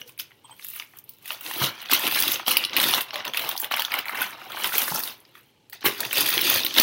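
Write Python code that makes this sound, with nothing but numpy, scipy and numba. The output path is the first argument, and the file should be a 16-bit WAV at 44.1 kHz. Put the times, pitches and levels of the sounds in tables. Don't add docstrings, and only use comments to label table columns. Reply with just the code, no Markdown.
import sys
import numpy as np
from scipy import signal
from scipy.fft import rfft, irfft
from scipy.io import wavfile
from numba import njit

SR = 44100
rng = np.random.default_rng(int(sys.argv[2]) if len(sys.argv) > 2 else 0)


def wrap_up_sound(samples):
    columns = np.atleast_2d(samples).T
    tamed = np.clip(columns, -1, 1)
    steps = np.round(tamed * 32767).astype(np.int16)
    wavfile.write(sys.argv[1], SR, steps)


N = 300762

# (per Hz, only the shape matters)
FAN_SPECTRUM = [(24, -65.5), (40, -35.5), (124, -8), (155, -17.5), (402, -17), (715, -27), (873, -21),
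                (1300, -46), (2840, -28.5), (6020, -39.5), (16000, -46.5)]
FAN_RMS_DB = -63.5
# full_from_s, build_up_s, hold_s, crease_db, crease_pitch_hz,
# fold_db (relative to creases), fine_crackle_db (relative to creases)
SQUEEZES = [(.0, 0.018, 0.0075, -47, 3050, -8, 1), (0.077, 0.036, 0.014, -51.5, 2640, -4.5, 9),
            (0.191, 0.0087, 0.0049, -35, 2940, -16, 3), (0.303, 0.036, 0.016, -63, 2020, -20, -5),
            (0.49, 0.16, 0.032, -56.5, 3300, -0.5, -2), (0.633, 0.21, 0.19, -49, 3210, -18, 6.5),
            (0.751, 0.05, 0.032, -43.5, 2870, -13, 9), (0.797, 0.024, 0.018, -47, 2580, -5, -3),
            (0.88, .04, 0.041, -66, 2620, -7, 10), (0.957, 0.082, 0.029, -56.5, 2620, -1.5, 3),
            (1.03, .03, .02, -74, 3000, -8, 2), (1.077, 0.023, 0.078, -60, 3960, -17, 1),
            (1.28, 0.096, 0.061, -38, 2960, -5, 2), (1.455, 0.14, 0.1, -37, 2890, -5.5, 4.5),
            (1.625, 0.17, 0.032, -23.5, 3436, -4.5, 2.5), (1.83, 0.74, 0.098, -38.5, 2750, -8.5, -12),
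            (1.909, 0.024, 0.042, -20.5, 3290, -8.5, -2.5), (2.045, 0.21, 0.04, -24, 2980, -6, -1),
            (2.144, 0.16, 0.2, -25.5, 3270, -7.5, 1), (2.389, 0.022, 0.011, -33, 3200, -11, -14),
            (2.473, 0.021, 0.058, -24.5, 3350, -5, 2.5), (2.551, .05, 0.086, -30, 2890, -9, -5.5),
            (2.746, 0.12, 0.026, -29.5, 2790, -4, -14), (2.776, 0.014, 0.21, -24.5, 3110, -5, 0.5),
            (3.085, .015, 0.008, -41.5, 3300, -3, -14), (3.132, 0.016, 0.07, -34.5, 3110, 0, -15),
            (3.251, 0.015, 0.032, -38.5, 2940, 4.5, -7), (3.344, 0.024, 0.073, -30, 2900, -8.5, -5),
            (3.414, 0.15, 0.11, -34.5, 2770, -1, -1), (3.565, 0.036, 0.057, -46.5, 4020, -16, 7),
            (3.628, 0.022, 0.015, -33.5, 2700, 0, -6), (3.71, 0.012, 0.096, -29, 2860, -5, -11.5),
            (3.84, .03, .02, -38.5, 3650, -5, -2.5), (3.923, 0.064, 0.063, -28, 2690, -2, -8.5),
            (4.065, 0.023, 0.12, -36, 2100, -2.5, -5.5), (4.175, 0.073, 0.07, -29.5, 2410, -3.5, -5.5),
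            (4.26, 0.026, 0.048, -39.5, 2330, 1, 0.5), (4.326, 0.045, 0.027, -45.5, 2410, 1, -12),
            (4.4, 0.27, 0.12, -44.5, 3160, 1, -7.5), (4.581, 0.24, 0.05, -33.5, 2760, -2.5, -5),
            (4.59, 0.066, 0.48, -50.5, 2960, -14.5, 19), (4.643, 0.018, 0.018, -26, 3000, -2, 0.5),
            (4.739, 0.056, 0.086, -28.5, 2720, -4, 6), (4.872, 0.099, 0.13, -35.5, 3420, 2, 10),
            (5.032, .05, 0.09, -40, 3660, -5.5, 2), (5.173, .03, 0.22, -62.5, 2940, -1, -14),
            (5.355, 0.04, 0.03, -51, 2210, -8, -1.5), (5.428, 0.03, 0.069, -66, 3090, -15, 1.5),
            (5.725, 0.003, 0.0057, -37, 3230, -31, -8), (5.817, .012, 0.028, -43.5, 3570, -5, -22),
            (5.85, 0.016, 0.018, -18.5, 2965, -8, 3), (5.9, .02, 0.071, -38, 3180, -10, -1),
            (5.998, 0.1, 0.063, -33, 3630, -5.5, -3.5), (6.168, 0.13, 0.052, -21, 3570, -12, -1.5),
            (6.247, 0.099, 0.13, -25.5, 3340, -9.5, 0), (6.453, 0.23, 0.13, -21, 3430, -13.5, -1.5),
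            (6.59, 0.032, 0.092, -32, 3790, -11, 0), (6.697, 0.033, .03, -34.5, 3440, -9.5, -15),
            (6.775, 0.075, 0.1, -19, 3490, -11, -1)]
# crease_db, crease_pitch_hz, fold_db and fine_crackle_db (relative to creases)
BAGS_AT_REST = (-68.5, 3008.5, -6, -8.5)
# time_s, boom_db (relative to broad folds)
AIR_BOOM = [(0, 3), (1.2, -21), (1.4, -7.5), (1.6, -4.5), (2.3, -7), (2.6, -4.5), (2.9, -4), (3.1, -7.5),
            (4.3, -12.5), (4.9, -8), (5.3, -2.5), (5.7, -5.5), (6.0, -1.5), (6.82, 3.5)]
# pitch_hz, level_db, t60_s (time to fall by 60 dB)
HOLLOW_MODES = [(87.7, -5.5, 0.1), (126.4, -5, 0.18), (224, -3.5, 0.06), (291, 5.5, 0.032),
                (354, 0.5, 0.04), (541, -0.5, 0.051)]
# start_s, level_db, pitch_hz,
# tick_db (bright tick, relative to the snap)
CREASE_SNAPS = [(0.0151, -22, 2980, -24), (0.093, -35, 2530, 6), (0.177, -35, 2460, 4),
                (0.197, -17, 2980, -0.5), (0.205, -17.5, 5300, -7), (0.3075, -41, 2110, -20.0),
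                (0.3168, -36, 2110, -18), (0.595, -29.5, 2220, -19.0), (0.6246, -31, 3660, -15),
                (0.6462, -31, 2740, 12.5), (0.685, -43, 2800, 23), (0.701, -43, 2780, 21),
                (0.7351, -31, 2580.0, 10), (0.7615, -29, 2600, 8), (0.7976, -15.5, 2870, -15.0),
                (0.822, -25.5, 2140, -12.0), (0.936, -35, 1860, -15), (0.97, -43.0, 2660, 12),
                (0.9867, -33.5, 6040.0, 7.5), (1.0403, -51, 4970.0, 17), (1.0926, -31.5, 4540, 8.5),
                (1.1352, -50, 4610.0, 14), (1.1851, -52.0, 3470.0, 10), (1.2245, -48, 2630.0, 11),
                (1.257, -29, 2580, 5), (1.278, -31.5, 2900, 10), (1.305, -14.5, 2730.0, -12),
                (1.3195, -20.5, 3160, -2), (1.328, -31.0, 2960, 6), (1.4092, -29, 2930.0, 6),
                (1.4496, -36.0, 3370.0, 7), (1.462, -24, 3200, -5.0), (1.511, -20, 1830, -10),
                (1.537, -18, 3080, -1), (1.6197, -13, 1560, -8.0), (1.6421, -9.5, 3180, -7.0),
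                (1.817, -28, 3120, 1), (1.8248, -25, 3010.0, -5), (1.857, -21, 3000, -14.0),
                (1.887, -21, 3480.0, -32.0), (1.8965, -16.5, 1560.0, -12), (1.9133, -10, 2880, 6),
                (1.933, -7, 2710, 7.5), (1.949, -14, 3160, 3), (1.994, -17.5, 1790, 6),
                (2.032, -19, 2360.0, -8), (2.0674, -9.5, 3030, -2.5), (2.076, -10.5, 2460, -2),
                (2.112, -13.5, 2580, 0), (2.1233, -13, 3350, 0), (2.1472, -11, 4830, -15),
                (2.158, -11.5, 3060, 1.5), (2.1725, -9, 2260, -15), (2.1882, -8.5, 4100, -2),
                (2.2012, -19, 2830.0, 15), (2.2232, -6, 4830, -3), (2.234, -10.5, 2830.0, -1),
                (2.2795, -6.5, 3470, -2), (2.3176, -8.5, 3660, 2.5), (2.357, -13.5, 2700, -20),
                (2.464, -14, 3130.0, -16), (2.4716, -25, 2930.0, -5.0), (2.4804, -4, 3260, -3),
                (2.5092, -13, 2600, 7), (2.5145, -5, 3000, -5), (2.569, 0, 2860, -3.5),
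                (2.5754, -25, 3370.0, 3), (2.6385, -8.5, 2980, -28), (2.6494, -6, 4000, -7),
                (2.659, -31, 5060.0, 1), (2.696, -19, 3180, -31), (2.7316, -14.5, 3380, -23.0),
                (2.7655, -4, 2640, -2.5), (2.7715, -5.5, 2970, -5), (2.8, -6, 3340, -3),
                (2.814, -9, 2920, 2), (2.829, -10.5, 3300, 2), (2.839, -6, 3660, -4.0),
                (2.884, -12.0, 4520, -4), (2.897, -15, 2880, -9.5), (2.909, -15, 2610, 7),
                (2.9371, -3, 3560, -19.0), (2.9455, -7, 3500, -1), (2.9807, -19, 3300, -12),
                (3.0078, -11.5, 3180, -1), (3.016, -28.5, 3060, 15), (3.0878, -29, 3710.0, -23),
                (3.1065, -17.5, 2840, -28.0), (3.142, -15.5, 4250, -13), (3.157, -12, 3270, -8.5),
                (3.178, -21.0, 3440, -19), (3.204, -17, 2900, -33.0), (3.246, -19, 2700, -24.0),
                (3.2504, -14.5, 2700, -3.5), (3.2683, -21.0, 3510.0, -15), (3.278, -14.5, 3350, -7),
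                (3.2963, -22, 2680.0, -20.0), (3.3354, -13.5, 3280, -12.0), (3.346, -15, 2220, -18),
                (3.3719, -8, 2740, -3.5), (3.3937, -12, 3240, -4), (3.4466, -15.5, 2800, -11),
                (3.4746, -31, 3430.0, -8.0), (3.4902, -12, 3570, 2), (3.5132, -14, 3670, -9),
                (3.5644, -21, 3550, -2), (3.5769, -12.5, 4800, -2), (3.5994, -24, 1800, 15),
                (3.616, -32.5, 3000, 20), (3.632, -36, 3040, 17), (3.644, -14.5, 3340, -0.5),
                (3.7126, -13.5, 1790, -7), (3.7197, -11, 2810.0, -6), (3.74, -8, 2750, -11),
                (3.764, -25, 1160, 11), (3.77, -14, 2290.0, -12), (3.7806, -20, 3700, -8),
                (3.795, -10, 3050, -4), (3.8037, -15, 3140, -1), (3.82, -11.5, 2940, -2),
                (3.8492, -8.5, 3440, -11), (3.859, -26, 3800, -11), (3.8809, -23, 1360, -20.0),
                (3.9096, -28, 1420, -21.0), (3.9193, -10.5, 2240, -11), (3.9397, -7.5, 2160, -6.5),
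                (3.9884, -12, 2840, -4.5), (4.044, -30.0, 2330.0, -22.0), (4.0556, -20.5, 1940, -5),
                (4.0824, -15, 2300, -13), (4.0943, -12, 1800, -9), (4.122, -24, 2070, -22.0),
                (4.146, -16.5, 1780, -9), (4.152, -16.5, 1630, -13), (4.2166, -10.0, 1470, 0.5),
                (4.226, -15, 3460, -11), (4.239, -19, 1820, -9), (4.3306, -24.5, 2350, -24),
                (4.4155, -28.5, 1370, -26), (4.4582, -28.5, 1410.0, -20), (4.5018, -25, 1350, -4.5),
                (4.5194, -19.5, 3570.0, -6), (4.5709, -16, 1500, -18.5), (4.6226, -22, 3320, -9.5),
                (4.6434, -9, 3170, -8), (4.6561, -16, 3300, -6.5), (4.672, -21, 4340.0, 7),
                (4.692, -21.5, 1820, -2), (4.7209, -17.5, 1360, -8.0), (4.732, -15.5, 3360.0, -12.5),
                (4.741, -16.5, 1950, -11), (4.753, -13, 2320, 1.5), (4.781, -7.5, 3170.0, 4.5),
                (4.8043, -18.5, 2300, -2.5), (4.8177, -10.5, 2870, -19.5), (4.879, -14, 1730, -14),
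                (4.947, -16.5, 4870, 2), (4.992, -32, 3000, 19), (5.0008, -19.5, 1720, -1.5),
                (5.036, -13, 4530, -1.5), (5.075, -17, 3700, -1.5), (5.2517, -36, 5100, -20),
                (5.353, -29, 2040, -22), (5.6978, -37, 4420, 7), (5.7293, -25, 1920, 0),
                (5.738, -38, 2420, 3), (5.8084, -31, 3900, -9.0), (5.827, -26, 1720, -37.0),
                (5.855, -12, 2220.0, 2), (5.8661, -10, 2270, -6), (5.875, -12.5, 1810, -11),
                (5.9785, -30, 4260.0, 5), (6.0045, -9, 4360, 1), (6.0307, -17.5, 1760, -30),
                (6.05, -13, 2750, -7), (6.1108, -13, 3100, -11), (6.129, -12.5, 2420, 4),
                (6.1381, -31, 4450.0, 0), (6.1712, -12, 2920, 0), (6.1806, -7, 4500, 0.5),
                (6.207, -6, 4770, 2), (6.2133, -18, 3290.0, 5.0), (6.247, -20, 2990.0, -2),
                (6.2603, -26.5, 2570, 19.5), (6.2749, -14, 4000, -1), (6.289, -14, 1750, 7.5),
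                (6.303, -12, 3500, 2), (6.3275, -8.5, 3670, -16), (6.3383, -10.5, 2570.0, 1.5),
                (6.3782, -6, 3350, -12), (6.3906, -10, 2300, -18.0), (6.4123, -9.5, 3970, 3.5),
                (6.4175, -11, 3310.0, -6), (6.4986, -9, 2470, 6), (6.5313, -17, 2460, 1),
                (6.541, -15, 2600, 7), (6.5738, -15, 2220.0, -11), (6.593, -12.5, 3780, -8),
                (6.603, -10, 4120, -10), (6.6343, -11, 3940, -18.0), (6.6484, -11, 3130, 3),
                (6.6642, -7.5, 4000, -8), (6.7092, -18.5, 3130.0, -27.0), (6.7252, -35, 4910.0, 3.0),
                (6.7409, -11, 4310.0, -11), (6.7503, -17, 3510.0, -2), (6.764, -7.5, 3530, -16.0),
                (6.783, 4, 3830, -10), (6.798, 1, 4360, -1.5)]
# start_s, level_db, pitch_hz, t60_s
HOLLOW_RINGS = [(.018, -56, 502, 0.14), (.058, -46.5, 487, 0.084)]
# start_s, level_db
CLINKS = [(0.4425, -42.5), (0.506, -39)]
# pitch_hz, level_db, t60_s
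CLINK_MODES = [(973, 3, 0.019), (3230, -11, 0.055), (8240, -3.5, 0.06)]
# start_s, level_db
FOLD_POPS = [(0.494, -32), (1.305, -20), (1.477, -30), (1.51, -20), (1.615, -14), (1.896, -31), (1.91, -23),
             (1.924, -14), (2.031, -27), (2.123, -23), (2.168, -25), (2.397, -19), (2.43, -28),
             (2.471, -30), (2.479, -8), (2.513, -20), (2.568, -15), (2.637, -18), (2.936, -13), (2.98, -9),
             (3.132, -23), (3.168, -26), (3.373, -21), (3.491, -19), (3.553, -19), (3.622, -28),
             (3.712, -10.5), (3.737, -12), (3.793, -14), (3.879, -28), (3.909, -31), (3.944, -14),
             (4.063, -25), (4.093, -17), (4.145, -29), (4.217, -23), (4.547, -19.5), (4.572, -40.5),
             (4.642, -13.5), (4.721, -26), (4.738, -15), (4.877, -23.5), (4.92, -15), (4.972, -26),
             (5.827, -48), (5.843, -16), (5.856, -17), (6.005, -27), (6.373, -22), (6.516, -17),
             (6.762, -26), (6.781, -19)]
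# start_s, level_db, pitch_hz
BUMPS = [(1.564, -37, 296), (1.615, -21, 120), (1.926, -27, 306), (2.054, -31.5, 300), (2.222, -40, 273),
         (2.269, -31, 308), (2.474, -36, 423), (2.563, -43, 392), (2.758, -38, 380), (3.14, -38, 543),
         (3.26, -38, 555), (4.63, -41, 498), (4.758, -34.5, 383), (4.915, -28.5, 154.5), (5.844, -29, 336),
         (5.862, -22, 360), (5.882, -27.5, 368), (6.175, -37, 443), (6.371, -29, 374), (6.423, -36, 390),
         (6.647, -34.5, 315)]
# band_hz, t60_s, level_db (relative to direct sound)
ROOM_BANDS = [(305, 0.27, -9.5), (1340, 0.43, -10.5), (4560, 0.19, -11), (11000, 0.098, -6)]
# pitch_hz, level_db
MICROPHONE = [(30, -46.5), (70, -17.5), (150, -9.5), (380, -2), (650, -1.5), (1000, -1), (2000, -0.5),
              (3000, 1.5), (4500, 0.5), (6300, -1), (7400, -10.5), (8800, -7.5), (11000, -3.5), (15500, 1)]

PAPER_FROM_S = 5.6
SHAPE_HOLD_S = 0.04
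PANEL_OCTAVES, PANEL_PULL = 0.45, 0.7
BUILD_DB = 34.5
LET_GO_DB_S, FILM_LET_GO_DB_S = 330, 442.5
SETTLE_DB, SETTLE_DB_S = 24, 71.5
TOP_HZ = 15800


def undb(db):
    return 10 ** (np.asarray(db) / 20)


@njit
def rings(at, hz, t60, size, turn, rise, n, sr):
    out = np.zeros(n)
    for k in range(len(at)):
        step = np.exp(2j * np.pi * hz[k] / sr - np.log(1000) / (t60[k] * sr))
        lack_step, lack = np.exp(-hz[k] / (rise * sr)), 1.
        z = size[k] * np.exp(2j * np.pi * turn[k])
        first = int(at[k] * sr)
        for j in range(first, min(n, first + int(t60[k] * sr))):
            out[j] += z.imag * (1 - lack) ** 2
            z, lack = z * step, lack * lack_step
    return out


def ring(at, hz, t60, db, turn, rise):
    columns = np.broadcast_arrays(at, np.clip(hz, 20, SR / 2.2), t60, undb(db), turn)
    rows = [np.ravel(c) * 1. for c in columns]
    return rings(*rows, max(rise, .01), N, 1. 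* SR)


def colour(x, points):
    hz, db = np.transpose(points)
    log_grid = np.log(np.linspace(1, SR / 2, 2049))
    cepstrum = irfft(np.interp(log_grid, np.log(hz), db) * np.log(10) / 20)
    cepstrum[1:2048] *= 2
    cepstrum[2049:] = 0
    return signal.fftconvolve(x, irfft(np.exp(rfft(cepstrum))))[:N]


def fan():
    air = colour(rng.standard_normal(N), FAN_SPECTRUM)
    return undb(FAN_RMS_DB) * air / np.std(air)


def slips(every_s):
    return np.interp(np.arange(N) / SR / every_s, np.arange(4000), rng.standard_normal(4000))


def handling(let_go_db_s):
    t = np.arange(0, N, 64) / SR
    s, build, hold, db = np.transpose(SQUEEZES)[:4, :, None]
    after = np.clip(t - s - hold, 0, None)
    fade = np.minimum(let_go_db_s * after, SETTLE_DB + SETTLE_DB_S * after)
    under = BUILD_DB * np.clip(s - t, 0, None) / build + fade
    rest = np.full(len(t), BAGS_AT_REST[0])
    return t, undb(2 * np.vstack([db - under, rest]))


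def layers():
    hz, fold_db, fine_db = np.vstack([np.array(SQUEEZES)[:, 4:], BAGS_AT_REST[1:]]).T
    t, paper = handling(LET_GO_DB_S)
    _, film = handling(FILM_LET_GO_DB_S)
    powers = (paper.sum(0), undb(2 * fold_db) @ paper, undb(2 * fine_db) @ film)
    rows = [10 * np.log10(p) for p in powers]
    rows.append(hz @ paper / paper.sum(0))
    return [np.interp(np.arange(N) / SR, t, row) for row in rows]


def buckles(level_db, grip, scatter_db, cluster_db, count):
    when, pitch, turn, chance = rng.random((count, 4)).T
    at = when * N / SR
    where = (when * N).astype(int)
    db = -scatter_db * np.log(1 - chance) + cluster_db * grip[where]
    db = db - 10 * np.log10(np.sum(undb(2 * db)) / (N / SR))
    return at, db + level_db[where], pitch, turn


def crackle(column_db, grip, centre_hz, octaves, cycles, scatter_db, cluster_db, count):
    at, db, pitch, turn = buckles(column_db, grip, scatter_db, cluster_db, count=count)
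    where = (at * SR).astype(int)
    spread = np.broadcast_to(octaves, N)[where] * np.log(pitch / (1 - pitch))
    wanted = np.log2(centre_hz[where]) + spread
    shape = rng.random(1000)[(at / SHAPE_HOLD_S).astype(int)]
    panel = (np.round(wanted / PANEL_OCTAVES - shape) + shape) * PANEL_OCTAVES
    has_panels = centre_hz[where] < 7000
    hz = 2 ** (wanted + PANEL_PULL * (panel - wanted) * has_panels)
    hz = np.clip(hz, 300, 18000)
    return ring(at, hz, cycles / hz, db + 10 * np.log10(hz), turn, 0.66)


def boom(fold_db, grip):
    air_db = fold_db + np.interp(np.arange(N) / SR, *np.transpose(AIR_BOOM)) + 28
    at, db, pitch, turn = buckles(air_db, grip + slips(.02), 1.5, 2.5, count=3500)
    mode = (pitch * len(HOLLOW_MODES)).astype(int)
    hz, mode_db, t60 = np.array(HOLLOW_MODES)[mode].T
    detune = 1 + 0.14 * (2 * rng.random(len(at)) - 1)
    return ring(at, hz * detune, t60, db + mode_db, turn, 0.066)


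def rustle():
    crease_db, fold_db, fine_db, crease_hz = layers()
    grip = slips(.008)
    patch_hz = crease_hz * 2 ** (0.15 * slips(.025))
    crease_octaves = np.where(np.arange(N) < PAPER_FROM_S * SR, 0.27, 0.36)
    crease_grip = grip + 0.74 * slips(0.0061)
    creases = crackle(crease_db + 0.83, crease_grip, patch_hz, crease_octaves,
                      cycles=21.7, scatter_db=0.68, cluster_db=0.79, count=12000)
    fold_grip = grip + 0.15 * slips(0.0046)
    fold_hz = 1080 * 2 ** (0.27 * slips(.03))
    folds = crackle(fold_db + 4.0, fold_grip, fold_hz, 0.2274,
                    cycles=16.35, scatter_db=0.41, cluster_db=2.7, count=9000)
    film_grip = .6 * grip + .6 * slips(.006)
    film_hz = 12500 * 2 ** (0.2 * slips(0.018))
    fine = crackle(fine_db + 8.5, film_grip, film_hz, 0.28,
                   cycles=10.56, scatter_db=3.3, cluster_db=2.2, count=40000)
    return creases + folds + fine + boom(fold_db, grip)


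def snaps():
    s, db, hz, _ = np.transpose(CREASE_SNAPS)[:, :, None]
    late, pitch, turn = rng.random((len(CREASE_SNAPS), 3, 12)).transpose(1, 0, 2)
    main = ring(s, hz, 22.2 / hz, db + 0.27, turn[:, :1], 0.88)
    spread = np.tile(2 * pitch[:, :6] - 1, 2)
    near_hz = hz * np.where(spread > 0, 2.1, 2.7) ** spread
    near_t60 = 20.3 / np.sqrt(hz * near_hz)
    near_db = db - 6.5 - 6.4 * np.abs(spread)
    return main + ring(s + .0032 * late ** 1.5, near_hz, near_t60, near_db, turn, 0.93)


def ticks():
    s, db, _, tick_db = np.transpose(CREASE_SNAPS)[:, :, None]
    late, pitch, turn = rng.random((len(CREASE_SNAPS), 3, 12)).transpose(1, 0, 2)
    late = late ** 2
    return ring(s + 0.005 * late, 7000 + 9500 * pitch, 0.0039, db + tick_db - 1.0 - 4 * late, turn, 1.64)


def hoots():
    s, db, hz, t60 = np.transpose(HOLLOW_RINGS)
    return ring(s, hz, t60, db + 11.5, 0, 3.6)


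def clinks():
    s, db = np.transpose(CLINKS)[:, :, None, None]
    hz, mode_db, t60 = np.transpose(CLINK_MODES)[:, None, :, None]
    late, turn, detune = rng.random((3, len(CLINKS), len(CLINK_MODES), 8))
    at = s + .018 * late
    detune_hz = 260 * (detune - .5)
    return ring(at, hz + detune_hz, t60, db + mode_db + 3.5 - 6 * late, turn, 1.9)


def pops():
    s, db = np.transpose(FOLD_POPS)[:, :, None]
    late, pitch, turn = rng.random((len(FOLD_POPS), 3, 4)).transpose(1, 0, 2)
    hz = 1070 * 1.35 ** (2 * pitch - 1)
    return ring(s + .0015 * late, hz, 9.4 / hz, db + 1.5, turn, 0.7)


def bumps():
    s, db, hz = np.transpose(BUMPS)[:, :, None]
    at = s + np.array([0, .022])
    return ring(at, hz * np.array([1, 1.07]), 13.0 / hz, db + np.array([9, 4]), 0, 0.064)


def tail():
    t, out = np.arange(SR // 2) / SR, 0
    centres = np.array(ROOM_BANDS)[:, 0]
    edges = np.sqrt(centres[1:] * centres[:-1])
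    for (_, t60, db), low, high in zip(ROOM_BANDS, [20, *edges], [*edges, SR / 2.1]):
        band_filter = signal.butter(2, [low, high], "band", fs=SR, output="sos")
        band = signal.sosfilt(band_filter, rng.standard_normal(len(t)))
        fade = 1000. ** (-t / t60) * np.clip(t / 0.0032, 0, 1)
        out = out + undb(db) * band * fade / np.sqrt(np.sum(fade ** 2))
    return out


def room(x, count=8):
    place = np.arange(N) / SR / .12
    echoes = np.zeros(N)
    for k in range(count):
        away = np.abs((place - k + count / 2) % count - count / 2)
        share = np.cos(np.pi / 2 * np.clip(away, 0, 1))
        echoes += signal.fftconvolve(x * share, tail())[:N]
    return echoes


def scene():
    bags = rustle() + snaps() + ticks() + hoots() + clinks() + pops() + bumps()
    return (colour(bags + room(bags), MICROPHONE) + fan())[None]


def record(dry):
    top_cut = signal.ellip(10, .2, 70, TOP_HZ, fs=SR, output="sos")
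    return signal.sosfilt(top_cut, np.clip(dry, -1, 1))


dry = scene()
out = record(dry)
wrap_up_sound(out)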